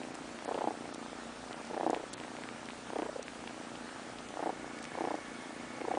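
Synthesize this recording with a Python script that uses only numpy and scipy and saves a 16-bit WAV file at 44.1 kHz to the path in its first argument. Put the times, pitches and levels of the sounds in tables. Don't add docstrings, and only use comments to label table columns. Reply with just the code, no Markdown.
import sys
import numpy as np
from scipy import signal
from scipy.io import wavfile
from scipy.ndimage import uniform_filter1d

SR = 44100
rng = np.random.default_rng(int(sys.argv[2]) if len(sys.argv) > 2 else 0)


def master(y):
    cut = np.clip(np.atleast_2d(y).T, -1, 1)
    pcm = np.round(cut * 32767)
    wavfile.write(sys.argv[1], SR, pcm.astype(np.int16))


def voltage_ratio(level):
    return 10 ** (np.asarray(level, float) / 20)


N = 263706


def evened(x):
    return x / np.sqrt(np.mean(x ** 2) + 1e-20)


def envelope(t, rise_ms, fall_ms):
    return np.exp(-(np.minimum(t, 0) * 1000 / rise_ms) ** 2 - np.maximum(t, 0) * 1000 / fall_ms)


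def ring(t, hz, rise_ms, fall_ms):
    return -envelope(t, rise_ms, fall_ms) * np.cos(2 * np.pi * hz * t)


def resonate(x, hz, width):
    return signal.lfilter(*signal.iirpeak(hz, hz / width, SR), x)


def resonate_twice(x, hz, width, second_width):
    return resonate(resonate(x, hz, width), hz, second_width)


def lay(starts_s, sounds):
    at = np.round(starts_s * SR).astype(int)[:, None] + np.arange(sounds.shape[1])
    inside = (at >= 0) & (at < N)
    return np.bincount(at[inside], sounds[inside], N)


def loudest_ramp(t, start, end, first, last, rise, fall):
    glide = first + (last - first) * np.clip((t - start) / (end - start), 0, 1)
    ramps = glide - rise * np.maximum(start - t, 0) - fall * np.maximum(t - end, 0)
    return ramps.max(axis=1, keepdims=True)


def hum(lines):
    total = np.zeros(N)
    for hz, width, db in lines:
        band = resonate_twice(rng.standard_normal(N), hz, width, width)
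        total += voltage_ratio(db) * evened(band)
    return total


# f/Hz, level per Hz/dB
ROOM_SPECTRUM = [(15, -59), (25, -24.5), (124, -9), (190, -5.5), (425, -5), (795, -5), (1070, -8),
                 (1250, -4.5), (1380, -6), (1730, -8.5), (1860, -10), (4960, -18), (10000, -21.5),
                 (13000, -44), (22000, -120)]
ROOM_DB = -48.5
# f/Hz, width/Hz, level/dB
MACHINE_HUMS = [
    (57.8, 5.4, -72),
    (119.1, 7.4, -70),
    (233.1, 8.2, -58.5),
    (1310, 7, -73.5),
]
# f/Hz, width/Hz, level/dB
FAR_WHINE = [
    (1120, 18, -63.5),
    (1453, 15, -65.5),
    (1736, 120, -60.5),
    (1980, 77, -70),
    (2150, 140, -62.5),
    (2237, 44, -61.5),
]
WHINE_FROM_S, WHINE_FULL_S = 4.2, 4.7


def room():
    frames, hz = N // 256 + 5, np.fft.rfftfreq(1024, 1 / SR)
    a, b, patches, gaps = rng.standard_normal((frames, 513, 4)).T
    patches = evened(uniform_filter1d(uniform_filter1d(patches, size=14, axis=0), size=10, axis=1))
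    gaps = evened(uniform_filter1d(uniform_filter1d(gaps, size=24, axis=0), size=3, axis=1))
    gaps_db = -7.0 * np.clip(gaps - 1.6, 0, 1) * (hz > 3500)[:, None]
    f, db = np.transpose(ROOM_SPECTRUM)
    spectrum_db = np.interp(np.log(hz + 1), np.log(f), db)[:, None]
    z = (a + 1j * b) * voltage_ratio(spectrum_db + 1.24 * patches + gaps_db)
    hiss = voltage_ratio(ROOM_DB) * evened(signal.istft(z, nperseg=1024, noverlap=768)[1][:N])
    whine_fade = np.interp(np.arange(N) / SR, [WHINE_FROM_S, WHINE_FULL_S], [0, 1])
    return hiss + hum(MACHINE_HUMS) + whine_fade * hum(FAR_WHINE)


def bedding_echo(near):
    t = np.arange(3000) / SR
    echo = rng.standard_normal(len(t)) * voltage_ratio(-60 * t / 0.12) * (t > .002)
    return voltage_ratio(-17.0) * signal.oaconvolve(near, echo / np.linalg.norm(echo))[:N]


# t/s, peak level/dB, brightest f/Hz, length/ms
CLAW_SNAGS = [(0.1453, -35, 7860, 1.2), (0.1524, -36, 7400, 1.4), (0.448, -33.5, 7640, 1.1),
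              (0.94, -34, 7820, 1.1), (0.9455, -36, 5240, 1.4), (1.5289, -41, 4950, 1.1),
              (1.6192, -39, 5060, 1.4), (1.65, -37, 4530, 1.8), (1.671, -40, 4760, 1.6),
              (1.6974, -42, 4750, 1.4), (1.9024, -32.5, 6720, 1.9), (2.1324, -32, 7460, 1.6),
              (2.1372, -24.5, 3700, 2), (2.14, -39, 4580, 1.4), (2.6569, -35, 5700, 1.9),
              (2.984, -37, 5500, 1.44), (3.228, -31, 5400, 1.1), (4.2877, -39, 4980, 1.4),
              (4.787, -38, 4000, 2), (4.823, -39, 4100, 2), (4.8274, -32, 4800, 1.3),
              (4.842, -34, 4690, 1.4), (4.8524, -42, 5540, 1.4), (5.1537, -40, 4560, 1.4)]


def snags():
    s, db, hz, ms = np.transpose(CLAW_SNAGS)[:, :, None]
    t = np.arange(700) / SR - .002
    grit = rng.standard_normal((len(s), len(t))) * voltage_ratio(7.5 * rng.standard_normal((len(s), len(t))))
    grit = signal.sosfilt(signal.butter(1, 1800, "high", fs=SR, output="sos"), grit)
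    bright = np.array([row + 1.6 * resonate(row, f, 2600) for row, f in zip(grit, hz[:, 0])])
    burst = bright * envelope(t, 0.71 * ms, ms)
    return lay(s[:, 0] + t[0] + 0.00062, voltage_ratio(db + 3.0) * burst / abs(burst).max(axis=1, keepdims=True))


# t/s, peak level/dB, f/Hz
LIP_SMACKS = [(0.0326, -43, 2440), (0.388, -42, 1880), (0.5435, -42.5, 2900), (1.5289, -42, 3060),
              (1.9459, -35, 2440), (2.1796, -45, 2110), (2.1999, -42.5, 2700), (2.236, -42, 1950),
              (2.3667, -41, 2150), (2.436, -37.5, 1880), (2.488, -38, 2130), (2.687, -38.5, 2000),
              (2.704, -41.5, 2720), (2.9852, -41.5, 2060), (3.0195, -42, 2500), (3.051, -47, 2060),
              (3.2809, -37.5, 2160), (3.474, -41, 2410), (3.4762, -40, 2710), (3.4945, -46, 2010),
              (3.755, -44, 2860), (3.8935, -49, 1800), (3.9846, -56, 1830), (4.1858, -44, 3240),
              (4.788, -47, 2248), (4.841, -49, 2260), (4.852, -39.5, 2240), (5.0506, -43, 2150),
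              (5.8125, -44, 2200), (5.95, -39, 1810)]


def smacks():
    s, db, hz = np.transpose(LIP_SMACKS)[:, :, None]
    t = np.arange(400) / SR - .001
    return lay(s[:, 0], voltage_ratio(db + 12.0) * ring(t, hz, 0.11, 0.31))


# t/s, peak level/dB, f/Hz, length/ms
NOSE_COOS = [
    (1.712, -33, 564, 5.6),
    (1.744, -47, 555, 2.4),
    (2.04, -28.5, 537, 1.8),
    (3.097, -31, 620, 7.3),
    (3.164, -28.5, 516, 4.9),
    (3.197, -28.5, 540, 3.6),
    (5.884, -44, 814, 2.2),
    (5.917, -26, 780, 7.4),
]


def coos():
    s, db, hz, ms = np.transpose(NOSE_COOS)[:, :, None]
    t = np.arange(2000) / SR - .015
    return lay(s[:, 0] + t[0], voltage_ratio(db) * ring(t, hz, ms, 0.35 * ms))


# from t/s, to t/s, first level/dB, last level/dB, shutting over thump/dB
IN_BREATHS = [
    (0, 0.338, -36, -43, 0),
    (0.82, 1.3, -37.5, -44, 3),
    (1.507, 1.642, -40.5, -45, 6),
    (2.192, 2.723, -40, -41.5, 2),
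    (3.383, 4.23, -40, -44, 2.5),
    (4.628, 4.883, -36.5, -43.5, -1),
    (5.3, 5.75, -39, -41.5, -1.5),
]
IN_RISE, IN_FALL, PAUSE_DB = 62, 180, -45.5
# from t/s, to t/s, first level/dB, last level/dB, thump over nose snap/dB
OUT_BREATHS = [
    (0.486, 0.685, -37, -34, -23),
    (1.71, 1.983, -39, -36.5, -16),
    (2.96, 3.07, -33, -41, -2),
    (4.387, 4.492, -41.5, -33.5, -11.5),
    (4.975, 5.143, -39.5, -37.5, -6.5),
    (5.81, 5.98, -40, -36.5, -15),
]
AIR_RISE, AIR_FALL, AIR_REST_DB = 320, 400, -61.5
CHEST_FOLLOWS = 1.8
# from t/s, to t/s, first level/dB, last level/dB
HARD_SHUTS = [
    (.44, 0.689, -30.5, -33),
    (1.738, 2.001, -28, -33.5),
    (2.89, 3.031, -33.5, -32),
    (3.03, 3.17, -34.5, -39.5),
    (4.322, 4.499, -32, -30.5),
    (4.944, 5.162, -30, -31),
    (5.77, 5.905, -34.5, -29),
]
SHUT_RISE, SHUT_FALL = 190, 390
OPEN_IN_MS, OPEN_FIRST_MS, OPEN_LAST_MS = 12.6, 11.7, 9.7
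# from t/s, to t/s, first level/dB, last level/dB, fall/dB per s
NOSE_SNAPS = [
    (.48, .513, -27, -25, 60),
    (.578, .675, -29, -17, 280),
    (1.767, 1.866, -30, -18, 360),
    (1.866, 1.932, -17.5, -18.6, 260),
    (2.988, 3.023, -28, -28.5, 350),
    (4.394, 4.495, -27, -22, 700),
    (5.008, 5.143, -24.3, -26.2, 700),
    (5.875, 5.94, -38, -24, 700),
    (5.94, 5.974, -24, -20, 700),
]
SNAP_RISE, SNAP_REST_DB = 300, -46.5


def breath(t):
    start, end, first, last, fall = np.transpose(NOSE_SNAPS)
    nose_db = np.maximum(loudest_ramp(t, start, end, first, last, SNAP_RISE, fall), SNAP_REST_DB)

    start, end, first, last, over_db = np.transpose(IN_BREATHS)
    chest_db = np.maximum(loudest_ramp(t, start, end, first, last, IN_RISE, IN_FALL), PAUSE_DB)
    soft_shut_db = loudest_ramp(t, start, end, first + over_db, last + over_db, IN_RISE, IN_FALL)

    start, end, first, last = np.transpose(HARD_SHUTS)
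    shut_db = np.maximum(soft_shut_db, loudest_ramp(t, start, end, first, last, SHUT_RISE, SHUT_FALL))
    first_ms, last_ms = OPEN_IN_MS - OPEN_FIRST_MS, OPEN_IN_MS - OPEN_LAST_MS
    shorter_ms = loudest_ramp(t, start, end, first_ms, last_ms, 16.6, 48)
    open_ms = OPEN_IN_MS - np.maximum(shorter_ms, 0)

    start, end, first, last, over_db = np.transpose(OUT_BREATHS)
    air_db = np.maximum(loudest_ramp(t, start, end, first, last, AIR_RISE, AIR_FALL), AIR_REST_DB)
    over_db = loudest_ramp(t, start, end, over_db, over_db, AIR_RISE, AIR_FALL)
    chest_db = np.maximum(chest_db, over_db - 22 + CHEST_FOLLOWS * (nose_db + 22))
    return chest_db, nose_db, shut_db, air_db, open_ms


def airflow(t, since_shut):
    gust = np.clip(t / 0.0012 + 0.27, 0, 1) * envelope(since_shut, 42.0, 3.8)
    noise = rng.standard_normal(since_shut.shape)
    nasal = resonate_twice(noise, 460, 240, 280) + 0.97 * resonate_twice(noise, 810, 150, 190)
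    chest = 0.55 * resonate_twice(noise, 340, 240, 280)
    high = 0.063 * resonate_twice(noise, 1650, 860, 700)
    air = gust * (nasal + chest + high)
    return air * np.sqrt((gust ** 2).sum(axis=1) / (air ** 2).sum(axis=1))[:, None]


# t/s, twitches so far
LARYNX_CLOCK = [(0.0042, 0), (0.3129, 9), (0.4802, 14), (0.6749, 20), (0.7744, 23), (1.601, 47),
                (1.9648, 58), (2.2008, 65), (2.7907, 82), (2.8917, 85), (3.2184, 95), (4.2281, 124),
                (4.4938, 132), (4.9758, 146), (5.1075, 150), (5.7052, 167), (5.8416, 171), (5.9732, 175)]


def purr():
    s, count = np.transpose(LARYNX_CLOCK)
    twitch = np.interp(np.arange(count[-1] + 1), count, s)
    chest_db, nose_db, shut_db, air_db, open_ms = breath(twitch[:, None])
    luck = rng.standard_normal((len(twitch), 8)).T[:, :, None]
    lead = .005
    t = np.arange(2000) / SR - lead

    wide = np.clip((nose_db + 43.0) / 18, 0, 1)
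    chest_hz = (265 + 45 * wide) * (1 + .03 * luck[1])
    chest = ring(t, chest_hz, .7, 5.5 + 3 * wide)
    nose_hz = (600 + 120 * wide) * (1 + .03 * luck[2])
    nose = ring(t, nose_hz, 1.1, 1.4) + .07 * ring(t, 1650, .9, .9)

    since_shut = t - (open_ms + .6 * luck[3]) / 1000
    shut_hz = 740 * (1 + .06 * luck[4])
    shut = ring(since_shut, shut_hz, 0.91, 0.84 + .5 * wide) + 0.26 * ring(since_shut, 1700, 1.0, 0.64)
    shut = shut + .35 * ring(since_shut, 300, .8, 4.5)
    outward = (np.gradient(twitch)[:, None] < .0338) & (nose_db < -34)
    shut = np.where(outward, -shut, shut)

    air = airflow(t, since_shut)
    thump = voltage_ratio(chest_db + 1.5 * luck[0] + 4.5) * chest
    snaps = voltage_ratio(nose_db - 0.5) * nose + voltage_ratio(shut_db + 1.3 * luck[6] + 2.5) * shut
    cycle = thump + snaps + voltage_ratio(air_db + 1.2 * luck[7] + 1.0) * air
    no_bass = signal.butter(2, 170, "high", fs=SR, output="sos")
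    return signal.sosfiltfilt(no_bass, lay(twitch - lead, cycle))


def scene():
    near = purr() + coos() + smacks() + snags()
    return (near + bedding_echo(near) + room())[None]


def top_cut(x):
    return signal.sosfilt(signal.butter(12, 10830, fs=SR, output="sos"), x)


# click t/s, low f/Hz, high f/Hz, level before/dB, level after/dB
TREBLE_DROPOUTS = [(.004, 6000, 6800, 0, -9), (.149, 7200, 10500, -7, 0), (.447, 5300, 8400, 0, -14),
                   (.946, 6800, 10500, -7, -5), (1.527, 3600, 7500, 0, -6), (1.903, 5300, 9000, -4, -4),
                   (2.134, 6700, 10500, -11, 0), (2.138, 4300, 10500, 0, -14), (3.229, 5000, 10500, -4, -6),
                   (4.29, 4500, 6000, -6, 0), (4.83, 8700, 10500, -8, 0)]
SPARED_S, STARVED_S = .006, .032
EDGE_HZ = 10005


def record(dry):
    hz, t, z = signal.stft(dry, SR, nperseg=128)
    for click, low_hz, high_hz, before_db, after_db in TREBLE_DROPOUTS:
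        away = abs(t - click)
        in_time = np.clip(np.minimum(away - SPARED_S, STARVED_S - away) / .002 + .5, 0, 1)
        in_band = np.clip(np.minimum(hz - low_hz, high_hz - hz) / 300 + .5, 0, 1)[:, None]
        z = z * voltage_ratio(np.where(t < click, before_db, after_db) * in_time * in_band)
    thinned = signal.istft(z, SR, nperseg=128)[1][:, :N]
    edge = signal.firwin(numtaps=255, cutoff=EDGE_HZ, window=("kaiser", 8), fs=SR)
    limited = signal.oaconvolve(thinned, edge[None], "same")
    return top_cut(limited)


dry = scene()
out = record(dry)
master(out)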